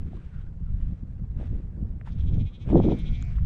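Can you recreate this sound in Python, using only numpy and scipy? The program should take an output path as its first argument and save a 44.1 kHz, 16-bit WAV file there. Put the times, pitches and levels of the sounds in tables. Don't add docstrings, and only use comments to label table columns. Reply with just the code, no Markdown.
import sys
import numpy as np
from scipy import signal
from scipy.io import wavfile
from scipy.ndimage import uniform_filter1d

SR = 44100
rng = np.random.default_rng(int(sys.argv[2]) if len(sys.argv) > 2 else 0)


def digitize_waveform(pressure):
    field = np.atleast_2d(pressure).T
    bounded = np.clip(field, -1, 1)
    quanta = np.round(bounded * 32767).astype(np.int16)
    wavfile.write(sys.argv[1], SR, quanta)


def boost(x):
    u = np.asarray(x, float) / 20
    return 10 ** u


N = 152145

# (time [s], level [dB], top pitch [Hz], roughness [0-1], lift of second resonance [dB])
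THROBS = [(2.129, -65.5, 248.6, 0.6, -8.5), (2.203, -58, 268.9, 0.6, -7), (2.286, -57.5, 262.9, .6, -7.5),
          (2.341, -63, 265.5, 0.05, -1), (2.409, -58.5, 270.8, 0, -2), (2.474, -60, 277.8, .1, 0),
          (2.553, -58, 276.8, 0.03, -10), (2.622, -60.5, 283.5, 0.01, -2), (2.698, -67, 280.6, 0.1, 8),
          (2.779, -53, 282.8, 0.4, -8.5), (2.84, -50, 276.7, 0.5, -3.5), (2.914, -50, 271, 0.5, -5.5),
          (3.001, -53.5, 269.5, 0.2, -10), (3.073, -50, 277.7, 0.3, -4.5), (3.154, -52, 263, 0.3, -6)]
# (time [s], lift [dB])
SHEEN = [(2.13, 2), (2.29, -2), (2.35, 10.5), (2.42, 1.5), (2.5, -2), (2.56, -5), (2.625, 5), (2.8, 0),
         (3.15, -4)]
# (frequency [Hz], width [Hz], level [dB])
BLEAT_THROAT = [(800, 250, -19), (2364, 550, -2.5), (3280, 510, -4), (3800, 600, -9), (5770, 2400, -27)]
# (time [s], pitch [Hz], level [dB])
HELD = [
    (2.8, 177.1, -69),
    (2.861, 177.5, -62.5),
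    (3.101, 181.9, -62.5),
    (3.199, 177.3, -60),
    (3.272, 173.8, -61.5),
    (3.33, 168, -65.5),
    (3.35, 164.5, -76),
]
# (frequency [Hz], width [Hz], level [dB])
HELD_THROAT = [(706, 110, -2), (1470, 84, -3), (2280, 440, 1), (4160, 1600, -20), (5400, 3100, -21)]
# (time [s], level [dB], share of fast eddies [dB])
WIND = [(0, -28, -22.5), (0.251, -37, -21), (0.558, -33.5, -26), (0.662, -27, -33), (0.901, -25.5, -28.5),
        (0.999, -35, -27.5), (1.432, -31.5, -20), (1.7, -32, -25.5), (1.829, -28.5, -20.5),
        (2.048, -33, -30), (2.299, -20, -27.5), (2.38, -19.5, -22), (2.501, -33, -26.5), (2.648, -35, -20),
        (2.751, -15, -7), (2.918, -21.5, -8), (2.998, -28.5, -22), (3.45, -24.5, -34.5)]
# (middle [s], length [s], level lift [dB], lift of fast eddies [dB])
PUFFS = [(0.143, 0.073, -0.5, 2.5), (0.301, 0.13, -0.5, -4.5), (0.4, 0.083, 0.5, -4),
         (0.923, 0.063, 0, 3.5), (1.04, 0.046, -0.5, 2.5), (1.233, 0.034, 1.5, -3),
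         (1.303, 0.051, 1.5, -11), (1.411, .05, 1, 1), (1.495, 0.047, 0.5, -5), (1.545, 0.061, 5, 1),
         (1.61, .04, -2.5, 2), (1.743, 0.13, -5.5, 1.5), (1.838, .05, 0.5, 0), (2.11, 0.062, -0.5, 5.5),
         (2.316, 0.034, -3.5, 4), (2.452, 0.02, 3, 0), (2.55, .12, -5, 3), (2.765, .05, 3, -1),
         (2.827, 0.057, -4, -4.5), (2.89, .05, 1.5, 0.5), (3.021, 0.047, -2, 2.5), (3.111, 0.064, 7, -2),
         (3.242, 0.11, 0, -2)]
# (frequency [Hz], density [dB per Hz])
CALM = [(10, -19.5), (30, 8.5), (100, -2.5), (150, -7), (220, -19.5), (380, -36.5), (800, -53),
        (3000, -89.5)]
# (frequency [Hz], density [dB per Hz])
GUST = [(10, -9), (40, 7.5), (100, 2), (180, 2.5), (350, -4), (550, -15), (2000, -56), (8000, -90.5)]
# (time [s], peak [dB], frequency [Hz])
EDDIES = [(0.075, -30, 183), (0.622, -25, 121.2), (0.727, -43, 102), (0.87, -24, 125), (1.032, -25, 173),
          (1.22, -22.5, 141.7), (1.399, -45, 100), (1.423, -29.5, 110.3), (1.526, -21.5, 166.6),
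          (1.826, -20.5, 165), (2.159, -25, 152), (2.27, -13, 100.7), (2.334, -14, 102),
          (2.427, -19, 134.2), (2.674, -15.5, 99), (2.7, -18, 114), (2.727, -13, 155), (2.746, -8, 254),
          (2.753, -11, 172.2), (2.8, -11.5, 157), (2.818, -13, 140.7), (2.854, -12, 187.7),
          (2.884, -8.5, 196), (2.921, -15, 97.7), (3.068, -29, 130.5), (3.109, -42, 103)]
# (time [s], peak [dB], frequency [Hz])
SNAPS = [(1.399, -36, 473), (1.411, -37.5, 610), (1.429, -35.5, 533), (1.53, -37, 343), (1.6, -35.5, 295),
         (2.69, -35.5, 800), (2.701, -30, 670), (2.7288, -17, 500), (2.756, -13.5, 624), (2.801, -16, 606),
         (2.837, -35, 800), (2.886, -24.5, 637), (2.921, -25, 696)]
# (time [s], peak [dB], frequency [Hz], length [cycles])
TICKS = [(.131, -42.5, 680, 4), (.17, -51, 1105, 5), (1.179, -66, 707, 2.6), (1.242, -49, 710, 1.9),
         (1.591, -58, 600, 2), (1.937, -56.5, 600, 2), (2.0125, -39, 1780, 2.3), (2.013, -48, 620, 3.3),
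         (2.073, -39, 917, 4.5), (2.078, -44.5, 1570, 3.1), (2.113, -60, 4540, 2), (2.122, -49, 3840, 2),
         (2.131, -52, 4500, 2), (2.1985, -56, 5460, 1.5), (2.287, -60.5, 6200, 3), (2.704, -56, 6000, 3),
         (2.774, -52, 5500, 3), (2.729, -51.5, 10870, 2.3), (2.755, -60, 10970, 2.6),
         (2.782, -58.5, 11040, 2.3), (2.99, -49, 8540, 3.8), (3.2255, -43, 1330, 3.3),
         (3.214, -58, 7200, 12), (3.2245, -40, 6830, 8), (3.25, -61, 7400, 20), (3.2255, -44.5, 3480, 4.1),
         (3.32, -52, 1500, 4.6), (3.363, -50, 2820, 3), (3.383, -43.5, 1160, 3.3), (3.387, -44, 1700, 2.4)]
# (middle [s], length [s], level [dB])
RUSTLES = [(.01, 0.057, -69), (0.07, 0.055, -68.5), (0.159, 0.14, -63.5), (.26, 0.046, -70),
           (0.367, 0.2, -66.5), (0.83, 0.33, -68.5), (1.423, 0.092, -62), (1.514, 0.25, -67),
           (2.081, 0.047, -58), (2.2, .15, -67), (2.347, 0.11, -66.5), (2.705, 0.063, -56),
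           (2.896, 0.43, -60.5), (3.343, 0.26, -64)]
# (frequency [Hz], density [dB per Hz])
CLOTH = [(250, -22), (500, -12), (900, -13), (1600, -11.5), (3600, -20.5), (4300, -28.5), (9000, -38),
         (16000, -73.5)]
# (middle [s], length [s], level [dB], frequency [Hz])
FAR = [
    (0.22, 0.061, -71, 1510),
    (0.37, 0.13, -64.5, 1470),
    (.47, .05, -70, 1500),
    (0.42, 0.04, -81, 3170),
    (0.681, 0.036, -66, 1300),
]
# (frequency [Hz], density [dB per Hz])
AIR = [(200, -30), (400, -15.5), (750, -25.5), (1500, -30), (3800, -44.5), (5000, -47.5), (8500, -51),
       (16000, -90.5)]

AIR_DB = -65.5
CALM_SHARE_DB, GUST_SHARE_DB = -28, -12
SWING_START_DB, SWING_END_DB, SWING_S = -33.5, -22.5, 0.0044
DIP_DB, DIP_HZ, EDGE_S = -12, 28, 0.04
LAG_S, SKEW, PLATEAU = 0.014, 0.4, 1.2
HOARSE, HOARSE_DIP = 0.14, 0.2
HELD_ROUGH, BREATH = 0.14, 0.62
CLOSE_S, CLOSE_DB = 3.15, -16
ECHO_DB, ECHO_T60_S = -12, 0.09


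def bleat():
    s, db, top_hz, rough, mouth_db = np.transpose(THROBS)
    t = np.arange(s[0] - EDGE_S, s[-1] + EDGE_S + 0.034, 1 / SR)
    knots = np.r_[s[0] - 2 * EDGE_S, s, s[-1] + 2 * EDGE_S]

    def sag(u, skew=1):
        phase = np.interp(u, knots, np.arange(len(knots))) % 1
        return np.sin(np.pi * phase ** skew) ** 2

    breath_sag = sag(t)
    hz = np.interp(t, s, top_hz) - DIP_HZ * sag(t - LAG_S, SKEW) ** PLATEAU
    level = faded_ends(t, 0.024) * boost(np.interp(t, s, db) + DIP_DB * breath_sag)
    roughness = np.clip(np.interp(t, s, rough) + HOARSE + HOARSE_DIP * breath_sag, 0, 1)
    mouth = np.interp(t, s, mouth_db)
    sheen = np.interp(t, *np.transpose(SHEEN))
    return t[0], level * voice(hz, roughness, BLEAT_THROAT, mouth, sheen)


def held_call():
    s, hz, db = np.transpose(HELD)
    t = np.arange(s[0], s[-1], 1 / SR)
    level = faded_ends(t, 0.0081) * boost(np.interp(t, s, db) + 2.5)
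    mouth_db = CLOSE_DB * np.clip((t - CLOSE_S) / 0.045, 0, 1)
    return t[0], level * voice(np.interp(t, s, hz), HELD_ROUGH, HELD_THROAT, mouth_db)


def voice(hz, rough, throat, mouth_db, sheen_db=0):
    jitter = 0.06 * uniform_filter1d(rng.standard_normal(len(hz)), size=150)
    turns = np.cumsum(hz * (1 + jitter)) / SR
    folds = sum(np.cos(2 * np.pi * k * turns) for k in range(1, 40))
    puffs = (0.24 + np.exp(-(turns % 1) / 0.34)) * rng.standard_normal(len(hz))
    drive = (1 - rough) * evened(folds) + rough * evened(puffs)
    parts = [(-1) ** k * boost(db) * resonate(drive, f, width) for k, (f, width, db) in enumerate(throat)]
    top_hz, top_width, top_db = throat[-1]
    parts.append(BREATH * boost(top_db) * resonate(evened(puffs), top_hz, top_width))
    mouth = (boost(mouth_db) - 1) * parts[1]
    sheen = (boost(sheen_db) - 1) * (parts[-2] + parts[-1])
    return evened(sum(parts) + mouth + sheen)


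def resonate(x, hz, width):
    turn = np.exp(2j * np.pi * hz * np.arange(len(x)) / SR)
    r = np.exp(-np.pi * width / SR)
    return 2 * (turn * signal.lfilter([(1 - r) ** 2], [1, -2 * r, r * r], x / turn)).real


def faded_ends(t, fade_s):
    return np.clip(np.minimum(t - t[0], t[-1] - t) / fade_s, 0, 1)


def ground(x):
    t = np.arange(round(0.2 * SR)) / SR
    taps = rng.standard_normal(len(t)) * boost(-60 * t / ECHO_T60_S) * (t > 0.004)
    return x + boost(ECHO_DB) * signal.fftconvolve(x, taps / np.linalg.norm(taps))[:N]


def wind():
    s, db, share_db = np.transpose(WIND)

    def lift(t, column):
        return sum(row[column] * bump(t, row[0], row[1]) for row in PUFFS)

    def colour(hz, t):
        eddy_db = np.interp(t, s, share_db) + lift(t, 3)
        fast = np.clip((eddy_db - CALM_SHARE_DB) / (GUST_SHARE_DB - CALM_SHARE_DB), -0.3, 1.2)
        return (1 - fast) * read(CALM, hz) + fast * read(GUST, hz)

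    rumble = noise(colour, patchy_db=2.0, flicker_db=2.0, size=1024)
    t = np.arange(N) / SR
    first, last = np.exp(-t / SWING_S), np.exp(-t[::-1] / SWING_S)
    gusts = boost(np.interp(t, s, db) + lift(t, 2)) * rumble * (1 - first - last)
    return gusts + boost(SWING_START_DB) * first + boost(SWING_END_DB) * last


def eddies():
    return bursts([(s, db - 2.5, hz, 1.5) for s, db, hz in EDDIES], lead=0.31)


def snaps():
    return bursts([(s, db, hz, 1.8) for s, db, hz in SNAPS], lead=0.39)


def gear_ticks():
    return bursts(TICKS, lead=0.4)


def bursts(rows, lead):
    out = np.zeros(N)
    phases = rng.random(len(rows))
    for (s, db, hz, cycles), phase in zip(rows, phases):
        u = np.arange(round(3 * cycles / hz * SR)) / SR * hz / cycles
        bell = (2 * u * np.exp(1 - 2 * u)) ** 4
        add(out, s - lead / hz, boost(db) * bell * np.sin(2 * np.pi * (u * cycles + phase)))
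    return out


def cloth_rustles():
    t = np.arange(N) / SR
    cloth = noise(lambda hz, u: read(CLOTH, hz), patchy_db=1.5, flicker_db=2.5, size=256)
    grain_db = 1.5 * evened(uniform_filter1d(rng.standard_normal(N), size=900))
    return sum(boost(db) * bump(t, s, length) for s, length, db in RUSTLES) * cloth * boost(grain_db)


def far_calls():
    t = np.arange(N) / SR
    white = rng.standard_normal(N)
    return sum(boost(db) * bump(t, s, length) * evened(resonate(white, hz, 220)) for s, length, db, hz in FAR)


def grass_hiss():
    return boost(AIR_DB) * noise(lambda hz, u: read(AIR, hz), patchy_db=2.2, flicker_db=1.5, size=512)


def noise(shape_db, patchy_db, flicker_db, size):
    hop = size // 4
    frames, hz = N // hop + 5, np.fft.rfftfreq(size, 1 / SR)
    a, b, c = rng.standard_normal((frames, len(hz), 3)).T
    patches = evened(uniform_filter1d(uniform_filter1d(c, size=4, axis=0), size=5, axis=1))
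    colour = boost(shape_db(hz[:, None], np.arange(frames) * hop / SR))
    colour = colour / np.linalg.norm(colour, axis=0)
    flicker = flicker_db * rng.standard_normal(frames)
    z = (a + 1j * b) * colour * boost(patchy_db * patches + flicker)
    return evened(signal.istft(z, nperseg=size, noverlap=size - hop)[1][:N])


def bump(t, middle, length):
    return np.exp(-(2 * (t - middle) / length) ** 2)


def evened(x):
    return x / np.sqrt(np.mean(x ** 2) + 1e-20)


def read(points, hz):
    f, value = np.transpose(points)
    return np.interp(np.log(hz + 1), np.log(f + 1), value)


def add(mix, s, sound):
    part = mix[round(s * SR):][:len(sound)]
    part += sound[:len(part)]


def scene():
    sheep = np.zeros(N)
    add(sheep, *bleat())
    add(sheep, *held_call())
    at_microphone = wind() + eddies() + snaps() + gear_ticks() + cloth_rustles()
    mix = ground(sheep) + at_microphone + far_calls() + grass_hiss()
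    return mix[None]


def roll_off(x):
    return signal.sosfilt(signal.butter(12, 15400, fs=SR, output="sos"), x)


def record(dry):
    return roll_off(dry)


dry = scene()
out = record(dry)
digitize_waveform(out)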